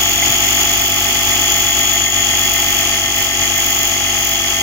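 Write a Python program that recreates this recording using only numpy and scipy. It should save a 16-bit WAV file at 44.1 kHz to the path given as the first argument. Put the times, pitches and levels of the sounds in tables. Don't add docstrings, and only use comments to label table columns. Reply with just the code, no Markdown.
import sys
import numpy as np
from scipy import signal
from scipy.fft import rfft, irfft
from scipy.io import wavfile
from scipy.ndimage import map_coordinates

SR = 44100
rng = np.random.default_rng(int(sys.argv[2]) if len(sys.argv) > 2 else 0)


def unload_audio(sound):
    columns = np.transpose(np.atleast_2d(sound))
    steps = np.round(np.clip(columns, -1, 1) * 32767)
    wavfile.write(sys.argv[1], SR, steps.astype(np.int16))


N = 203986
TIME_S = np.arange(N) / SR
FREQS_HZ = np.maximum(np.arange(N // 2 + 1) * SR / N, 1)
START_TURNS_PER_S = 48.554
WHEEL_TEETH, PINION_TEETH = 70, 12
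REPEAT_TURNS = 6

# crank multiple, level in dB, left-right in dB, left lead in rad.
PISTON_TONES = [(1, -37.0, -0.2, -0.0), (2, -36.6, -0.1, -0.0), (3, -49.0, -0.2, 0.0),
                (5, -40.0, -0.0, -0.0), (6, -42.7, 0.0, -0.2), (7, -40.3, -0.2, -0.0),
                (8, -43.1, -0.8, -0.0), (10, -53.2, -4.6, 0.4), (11, -50.4, -9.0, 0.6),
                (12, -52.8, -6.9, 1.8), (14, -35.3, 0.2, -0.1), (15, -48.9, 2.0, 1.2),
                (16, -47.5, 1.2, 0.2), (17, -36.4, 1.2, 0.5), (22, -50.1, 7.9, 1.2), (24, -45.9, 5.6, -0.1),
                (25, -48.4, 7.1, 0.8), (26, -47.7, -0.1, -2.0), (27, -43.6, 9.5, 0.5),
                (28, -49.3, 2.2, 0.4), (31, -50.4, 0.3, -1.0), (35, -45.0, -5.9, 0.1),
                (36, -50.0, -6.8, 0.4), (39, -46.2, -3.5, 2.3), (41, -44.7, -2.0, 1.1),
                (47, -47.4, -4.5, 1.6), (49, -44.1, -0.7, -3.0), (50, -42.0, -4.0, 2.8),
                (51, -36.7, -2.7, 3.1), (53, -43.6, 1.9, 2.9), (54, -38.7, -3.1, -2.5),
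                (55, -43.1, 4.1, 1.8), (57, -41.7, -2.1, 1.7)]
# crank multiple, level in dB, left-right in dB, left lead in rad.
GEAR_TONES = [(58, -38.2, 5.2, 1.5), (60, -37.3, 2.9, 1.6), (61, -42.0, 10.8, 2.8), (62, -42.2, 2.2, 1.2),
              (63, -35.6, 3.2, 2.6), (64, -38.8, 8.3, 2.0), (65, -35.8, 4.1, 2.7), (66, -32.9, 5.2, 3.0),
              (67, -35.0, 2.6, 3.1), (68, -29.2, 6.2, 2.8), (69, -36.5, 6.1, 1.4), (70, -27.3, 3.3, 1.8),
              (71, -32.7, 3.1, 1.7), (126, -41.1, 6.3, 2.2), (127, -39.3, 6.7, 2.5), (128, -46, 3, 1),
              (131, -37.5, 9.5, -2.6), (135, -45, 3, 0), (146, -47, 3, 0), (147, -45, 3, 0),
              (133, -34.5, 8.7, -1.5), (134, -42.0, 6.3, -0.7), (136, -32.9, 7.4, -0.1),
              (137, -37.5, 7.3, 0.8), (138, -35.3, 9.3, -0.1), (139, -32.4, 8.7, -1.3),
              (140, -32.6, 6.4, 0.5), (141, -30.3, 6.8, -0.5), (142, -33.0, 8.1, -1.2),
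              (143, -35.2, 3.0, -0.8), (209, -57.5, -9.2, 2.4), (210, -55, -11.7, 2.8),
              (211, -52, -9.2, 2.3), (279, -47, -2, 0.5), (280, -46, -3, 1), (281, -46, -2, 0)]
# place in turns, width in turns, level in dB.
TOOTH_LOADS = [(.32, .1, -5.3), (.63, .118, 0)]
# centre in Hz, width in Hz, gain in dB.
WHINE_PEAKS = [(3306, 8, 3.3), (3320, 10, -1.5), (3390, 42, 0.5), (6620, 30, 0.5), (6790, 15.5, 4),
               (10090, 77, 12)]
# frequency in Hz, density in dB per Hz.
RUSH_SPECTRUM = [(30, -66), (70, -67), (125, -66.5), (180, -74), (500, -73), (1000, -73), (1600, -67.5),
                 (2400, -58), (3300, -56.5), (3750, -68.5), (4900, -59.5), (5700, -61), (8500, -71.5),
                 (12600, -67), (13600, -58.5)]
# centre in Hz, width in Hz, gain in dB.
HOUSING_PEAKS = [(300, 99, 10.5), (681, 40, 11.5), (820, 57, 12.5), (1190, 149, 8), (2035, 99, 5.5),
                 (6790, 555, 9), (10020, 91, 5.5), (13300, 140, 2.5)]
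# place in turns, level in dB re the steady rattle.
TOOTH_CLATTERS = [(.23, -6), (0.391, -1.5), (.73, -23), (0.99, 3)]
# place in turns, width in turns, level in dB re the steady flow.
AIR_PUFFS = [(.25, 0.035, -9), (.55, 0.03, -7.5)]
# frequency in Hz, relative density in dB, left-right in dB.
VALVE_SPECTRUM = [(2000, -40, 0), (5000, -12, 1), (6000, -22, 0), (8500, -23, -3), (12500, -18, -7),
                  (13700, -5, -4), (14700, 3, -2), (15700, -6, 0)]
# start in seconds,
# end in seconds, relative level in dB, first place in turns, last place in turns.
VALVE_SPELLS = [(-0.1, 1.97, -21, .48, .52), (2.04, 2.12, -24, .52, .6), (2.35, 2.84, -21, .48, .57),
                (3.15, 3.27, -21, .47, .58), (3.55, 3.89, -19, .49, .6), (4.18, 4.35, -19, .48, .6)]
# time in seconds, relative level in dB.
KNOCK_CURVE = [(0, -58), (1.5, -41), (2.3, -36), (4.2, -28), (4.63, -26)]
# time in seconds, relative level in dB.
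HARD_BLOWS = [(0.225, -14.5), (0.68, -30), (1.816, -23), (2.066, -22), (3.42, -22), (3.587, -19)]
# frequency in Hz, gain in dB, T60 in seconds.
KNOCK_RINGS = [(810, -4, 0.044), (1150, -18, 0.014), (1910, -7, 0.035), (2094, 8.5, 0.041),
               (2790, -8, 0.012)]
# motor multiple, added crank multiple, level in dB,
# left-right in dB, left lead in rad.
MOTOR_TONES = [(1, 0, -48, -1.2, 0.1), (1, 2, -48, -0.7, 0.1), (3, -3, -45.2, -1.3, 0.4),
               (1, 8, -44.5, 0, 0), (1, 9, -45.8, -2.7, 1.4), (3, -2, -47.8, 1.3, 0.7),
               (1, 11, -48, 1, 0.5), (3, 0, -38.6, 2.9, 1.3), (4, 0, -49.1, 6.1, 0.4),
               (1, 32, -44.9, -7.2, 0.5), (7, 2, -44.5, -3.9, 1.2), (8, 0, -45, -2, 2), (1, 43, -44, -2, 2),
               (9, -3, -44.1, -4.3, 2.9), (9, 0, -41.7, 0.4, -3.1), (9, 1, -43.6, -3.3, -2.8),
               (11, -1, -40, 4, 2.5)]
# crank multiple, level in dB, left-right in dB, left lead in rad,
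# throb depth from 0 to 1.
PANEL_PARTIALS = [(38, -38.6, -7.5, 0.4, .8), (42, -39.4, -5.0, 1.2, .3), (43, -35.2, -2.6, 1.4, .3),
                  (44, -39.3, -0.9, 1.0, .3)]
# time in seconds, gain in dB.
PANEL_CURVE = [(0, -6), (1.2, -3), (2.0, 1), (3.2, 1.5), (3.9, -1.5), (4.63, -3)]
# start in seconds, level in dB, pitch in Hz, decay in seconds.
PALM_THUDS = [(0.282, -15.5, 122, 0.014)]
# time in seconds, gain in dB, width in seconds.
LEVEL_DIPS = [(0.02, -0.8, 0.038), (2.1, -3, 0.013), (3.31, -0.5, 0.047), (4.3, -0.3, 0.054)]
# frequency in Hz, coherence from -1 to 1, left-right in dB.
NOISE_IMAGE = [(100, 1, 12), (315, 1, -2), (696, 0.39, 0.5), (1310, 0.39, 2), (2220, -0.085, -3.5),
               (3450, -0.36, 3.5), (6040, 0.049, 1.5), (8100, 0.019, 0.5), (10700, 0.09, -9),
               (15000, -0.14, -3)]


def crank(start_turn=-0.0204, sag_turns_per_s2=0.1921, hunt_turns=0.0022):
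    slowing = start_turn + START_TURNS_PER_S * TIME_S - sag_turns_per_s2 * TIME_S ** 2 / 2
    return slowing + hunt_turns * drift(rate_hz=0.71)


def piston(turns, waver_db=0.5):
    return sum(tone(turns, k, db, pan, lead, 2 * np.pi * rng.random()) * from_db(waver_db * drift(12))
               for k, db, pan, lead in PISTON_TONES)


def gear_whine(turns, swing=0.0155, fastest_turn=0.453, runout_teeth=0.03, jitter_teeth=0.0019,
               waver_db=1.26):
    cycle = np.arange(2048) / 2048
    load = sum(from_db(db) * bump(cycle, place, width) for place, width, db in TOOTH_LOADS)
    wheel = cycle + swing * np.sin(2 * np.pi * (cycle - fastest_turn)) / (2 * np.pi)
    runout = runout_teeth * np.sin(2 * np.pi * turns * WHEEL_TEETH / PINION_TEETH)
    meshing = turns + (runout + jitter_teeth * drift(21)) / WHEEL_TEETH
    whine = 0
    for k, db, pan, lead in GEAR_TONES:
        overtone = round(k / WHEEL_TEETH) * WHEEL_TEETH
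        swoop = load * np.exp(2j * np.pi * (overtone * wheel - k * cycle))
        whine += tone(meshing, k, db, pan, lead, np.angle(swoop.sum())) * from_db(waver_db * drift(8))
    return room(irfft(rfft(whine) * from_db(peaks_db(WHINE_PEAKS)), N))


def rattle_and_air(turns, clatter_width_turns=0.033, loose_db=-2.5, grain_db=1.23, rattle_db=-0.38,
                   air_db=-1.5, buzz_db=-3, hiss_db=-4.5, split_hz=3900, hiss_hz=12000):
    clatter = 1 + sum(from_db(db) * bump(turns, at, clatter_width_turns) for at, db in TOOTH_CLATTERS)
    flow = 1 + sum(from_db(db) * bump(turns, at, width) for at, width, db in AIR_PUFFS)
    teeth = worn_teeth(turns, 1, level_db=-13) + worn_teeth(turns, REPEAT_TURNS, level_db=-3.5)
    contact = teeth + from_db(loose_db) * rng.standard_normal((2, N))
    rattle = contact * from_db(rattle_db + grain_db * drift(250)) * clatter
    air = (rng.standard_normal((2, N)) + from_db(buzz_db) * teeth) * from_db(air_db) * flow
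    housing_db = at_hz(RUSH_SPECTRUM)[0] + peaks_db(HOUSING_PEAKS)
    low_share = 1 / (1 + (FREQS_HZ / split_hz) ** 8)
    top_share = 1 / (1 + (hiss_hz / FREQS_HZ) ** 8)
    low_db = housing_db + 10 * np.log10(low_share)
    high_db = housing_db + 10 * np.log10(1 - low_share + 1e-12) + hiss_db * top_share
    _, pan_db = at_hz(NOISE_IMAGE)
    return coloured(rattle, low_db, pan_db) + coloured(air, high_db, pan_db)


def worn_teeth(turns, period_turns, level_db):
    points = int(SR * TIME_S[-1] / turns[-1]) * period_turns
    faces = from_db(level_db) * rng.standard_normal((2, points))
    position = turns / period_turns % 1 * points
    return np.array([map_coordinates(face, [position], order=3, mode="grid-wrap") for face in faces])


def valve(turns, crack_s=0.0013, tail_s=0.015, tail_db=-11, uneven_db=1.3, gain_db=-27, stray_turns=0.01):
    shut_turn = in_time([point for start, end, _, first, last in VALVE_SPELLS
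                         for point in ((start, first), (end, last))])
    stroke, age_turns = np.divmod(turns - shut_turn - stray_turns * drift(6.4) + 1, 1)
    age_s = age_turns / START_TURNS_PER_S
    stroke_db = uneven_db * rng.standard_normal(int(stroke.max()) + 1)[stroke.astype(int)]
    burst = np.exp(-age_s / crack_s) + from_db(tail_db) * np.exp(-age_s / tail_s)
    snaps = rng.standard_normal((2, N)) * burst * tick_gain() * from_db(stroke_db + gain_db)
    return coloured(snaps, *at_hz(VALVE_SPECTRUM))


def tick_gain(attack_s=0.048, release_s=0.023, soft_db=-50):
    gain = from_db(soft_db)
    for start, end, db, _, _ in VALVE_SPELLS:
        gate = np.minimum((TIME_S - start) / attack_s, (end - TIME_S) / release_s)
        gain = np.maximum(gain, from_db(db) * np.clip(gate + 0.5, 0, 1))
    return gain


def knock(turns, gain_db=-1, uneven_db=3, throb_db=2, jitter_s=0.0005, early_turns=0.041):
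    hits = np.flatnonzero(np.diff(np.floor(turns + early_turns)) > 0)
    hits = np.clip(hits + (jitter_s * SR * rng.standard_normal(len(hits))).astype(int), 0, N - 1)
    trend_db = in_time(KNOCK_CURVE) + throb_db * throb(turns) + gain_db
    hit_db = trend_db[hits] + uneven_db * rng.standard_normal(len(hits))
    hard_s, hard_db = np.transpose(HARD_BLOWS)
    hits = np.append(hits, (hard_s * SR).astype(int))
    hit_db = np.append(hit_db, hard_db)
    ringing = 0
    for hz, db, t60_s in KNOCK_RINGS:
        blows = np.full((2, N), 1e-18)
        blows[:, hits] = from_db(hit_db + db) * (1 + 0.25 * rng.standard_normal((2, len(hits)))) / 2
        radius, step_rad = from_db(-60 / (t60_s * SR)), 2 * np.pi * hz / SR
        feedback = [1, -2 * radius * np.cos(step_rad), radius ** 2]
        ringing += signal.lfilter([0, np.sin(step_rad)], feedback, blows)
    return ringing


def motor(turns, waver_db=1.5, slip_rad=0.6):
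    ratio = WHEEL_TEETH / PINION_TEETH
    hum = 0
    for m, k, db, pan, lead in MOTOR_TONES:
        phase_rad = 2 * np.pi * rng.random() + slip_rad * drift(2.9)
        hum += tone(turns, m * ratio + k, db, pan, lead, phase_rad) * from_db(waver_db * drift(5.5))
    return hum


def panel(turns, struck_turn=0.019):
    swell = throb(turns)
    tones = sum(tone(turns - struck_turn, k, db, pan, lead, 0) * (1 + depth * swell)
                for k, db, pan, lead, depth in PANEL_PARTIALS)
    return tones * from_db(in_time(PANEL_CURVE))


def palm(rise_s=0.0093):
    thuds = 0
    for start_s, db, hz, decay_s in PALM_THUDS:
        age_s = np.maximum(TIME_S - start_s, 0)
        envelope = (1 - np.exp(-age_s / rise_s)) * np.exp(-age_s / decay_s)
        thuds += from_db(db) * np.sin(2 * np.pi * hz * age_s) * envelope
    return thuds


def room(direct, t60_s=0.35, wet_db=-11.5, delay_s=0.004):
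    age_s = TIME_S[:int(t60_s * SR)]
    echoes = rng.standard_normal((2, len(age_s))) * from_db(-60 * age_s / t60_s) * (age_s > delay_s)
    echoes *= from_db(wet_db) / np.sqrt((echoes ** 2).sum(axis=1, keepdims=True))
    return (direct + signal.fftconvolve(direct, echoes, axes=1)[:, :N]) / np.hypot(1, from_db(wet_db))


def rumble(density_db=-67, top_hz=70):
    spectrum = rfft(rng.standard_normal((2, N))) / np.sqrt(1 + (FREQS_HZ / top_hz) ** 6)
    return from_db(density_db) * np.sqrt(SR / 2) * irfft(spectrum, N)


def machine_db(fade_db_per_s=0.5, waver_db=0.51):
    dips_db = sum(db * np.exp(-0.5 * ((TIME_S - s) / width) ** 2) for s, db, width in LEVEL_DIPS)
    return fade_db_per_s * (TIME_S.mean() - TIME_S) + waver_db * drift(7.2) + dips_db


def throb(turns, lead_turns=1.4):
    return np.cos(2 * np.pi * (turns + lead_turns) / REPEAT_TURNS)


def tone(turns, multiple, db, pan_db, lead_rad, phase_rad):
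    angle = 2 * np.pi * (multiple * turns % 1) + phase_rad - lead_rad * np.array([[0], [1]])
    return np.sqrt(2) * panned(db, pan_db) * np.cos(angle.astype(np.float32))


def coloured(pair, db, pan_db):
    coherence, _ = at_hz(NOISE_IMAGE)
    mid, side = rfft(pair)
    stereo = np.sqrt(1 + coherence) * mid + np.sqrt(1 - coherence) * side * [[1], [-1]]
    return irfft(stereo * panned(db, pan_db), N) * np.sqrt(SR) / 2


def bump(turns, place, width):
    return np.exp((np.cos(2 * np.pi * (turns - place)) - 1) / (2 * np.pi * width) ** 2)


def drift(rate_hz):
    slow = irfft(rfft(rng.standard_normal(N)) / (1 + (FREQS_HZ / rate_hz) ** 2), N)
    return slow / slow.std()


def peaks_db(rows):
    return sum(db * np.exp(-0.5 * ((FREQS_HZ - hz) / width) ** 2) for hz, width, db in rows)


def at_hz(rows):
    hz, *columns = np.transpose(rows)
    return [np.interp(np.log(FREQS_HZ), np.log(hz), column) for column in columns]


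def in_time(rows):
    return np.interp(TIME_S, *np.transpose(rows))


def panned(db, pan_db):
    return from_db(db + pan_db * np.array([[0.5], [-0.5]]))


def from_db(db):
    return 10 ** (np.asarray(db) / 20)


def scene(gear_share=0.84):
    turns, level_db = crank(), machine_db()
    body = from_db(level_db) * (piston(turns) + motor(turns))
    gears = from_db(gear_share * level_db) * gear_whine(turns)
    rush = from_db(level_db) * rattle_and_air(turns)
    return body + gears + rush + panel(turns) + rumble() + knock(turns) + valve(turns) + palm()


def record(dry, low_hz=22, top_hz=15770):
    high_pass = 1 / np.sqrt(1 + (low_hz / FREQS_HZ) ** 4)
    low_pass = 1 / np.sqrt(1 + (FREQS_HZ / top_hz) ** 800)
    return irfft(rfft(dry) * high_pass * low_pass, N)


dry = scene()
out = record(dry)
unload_audio(out)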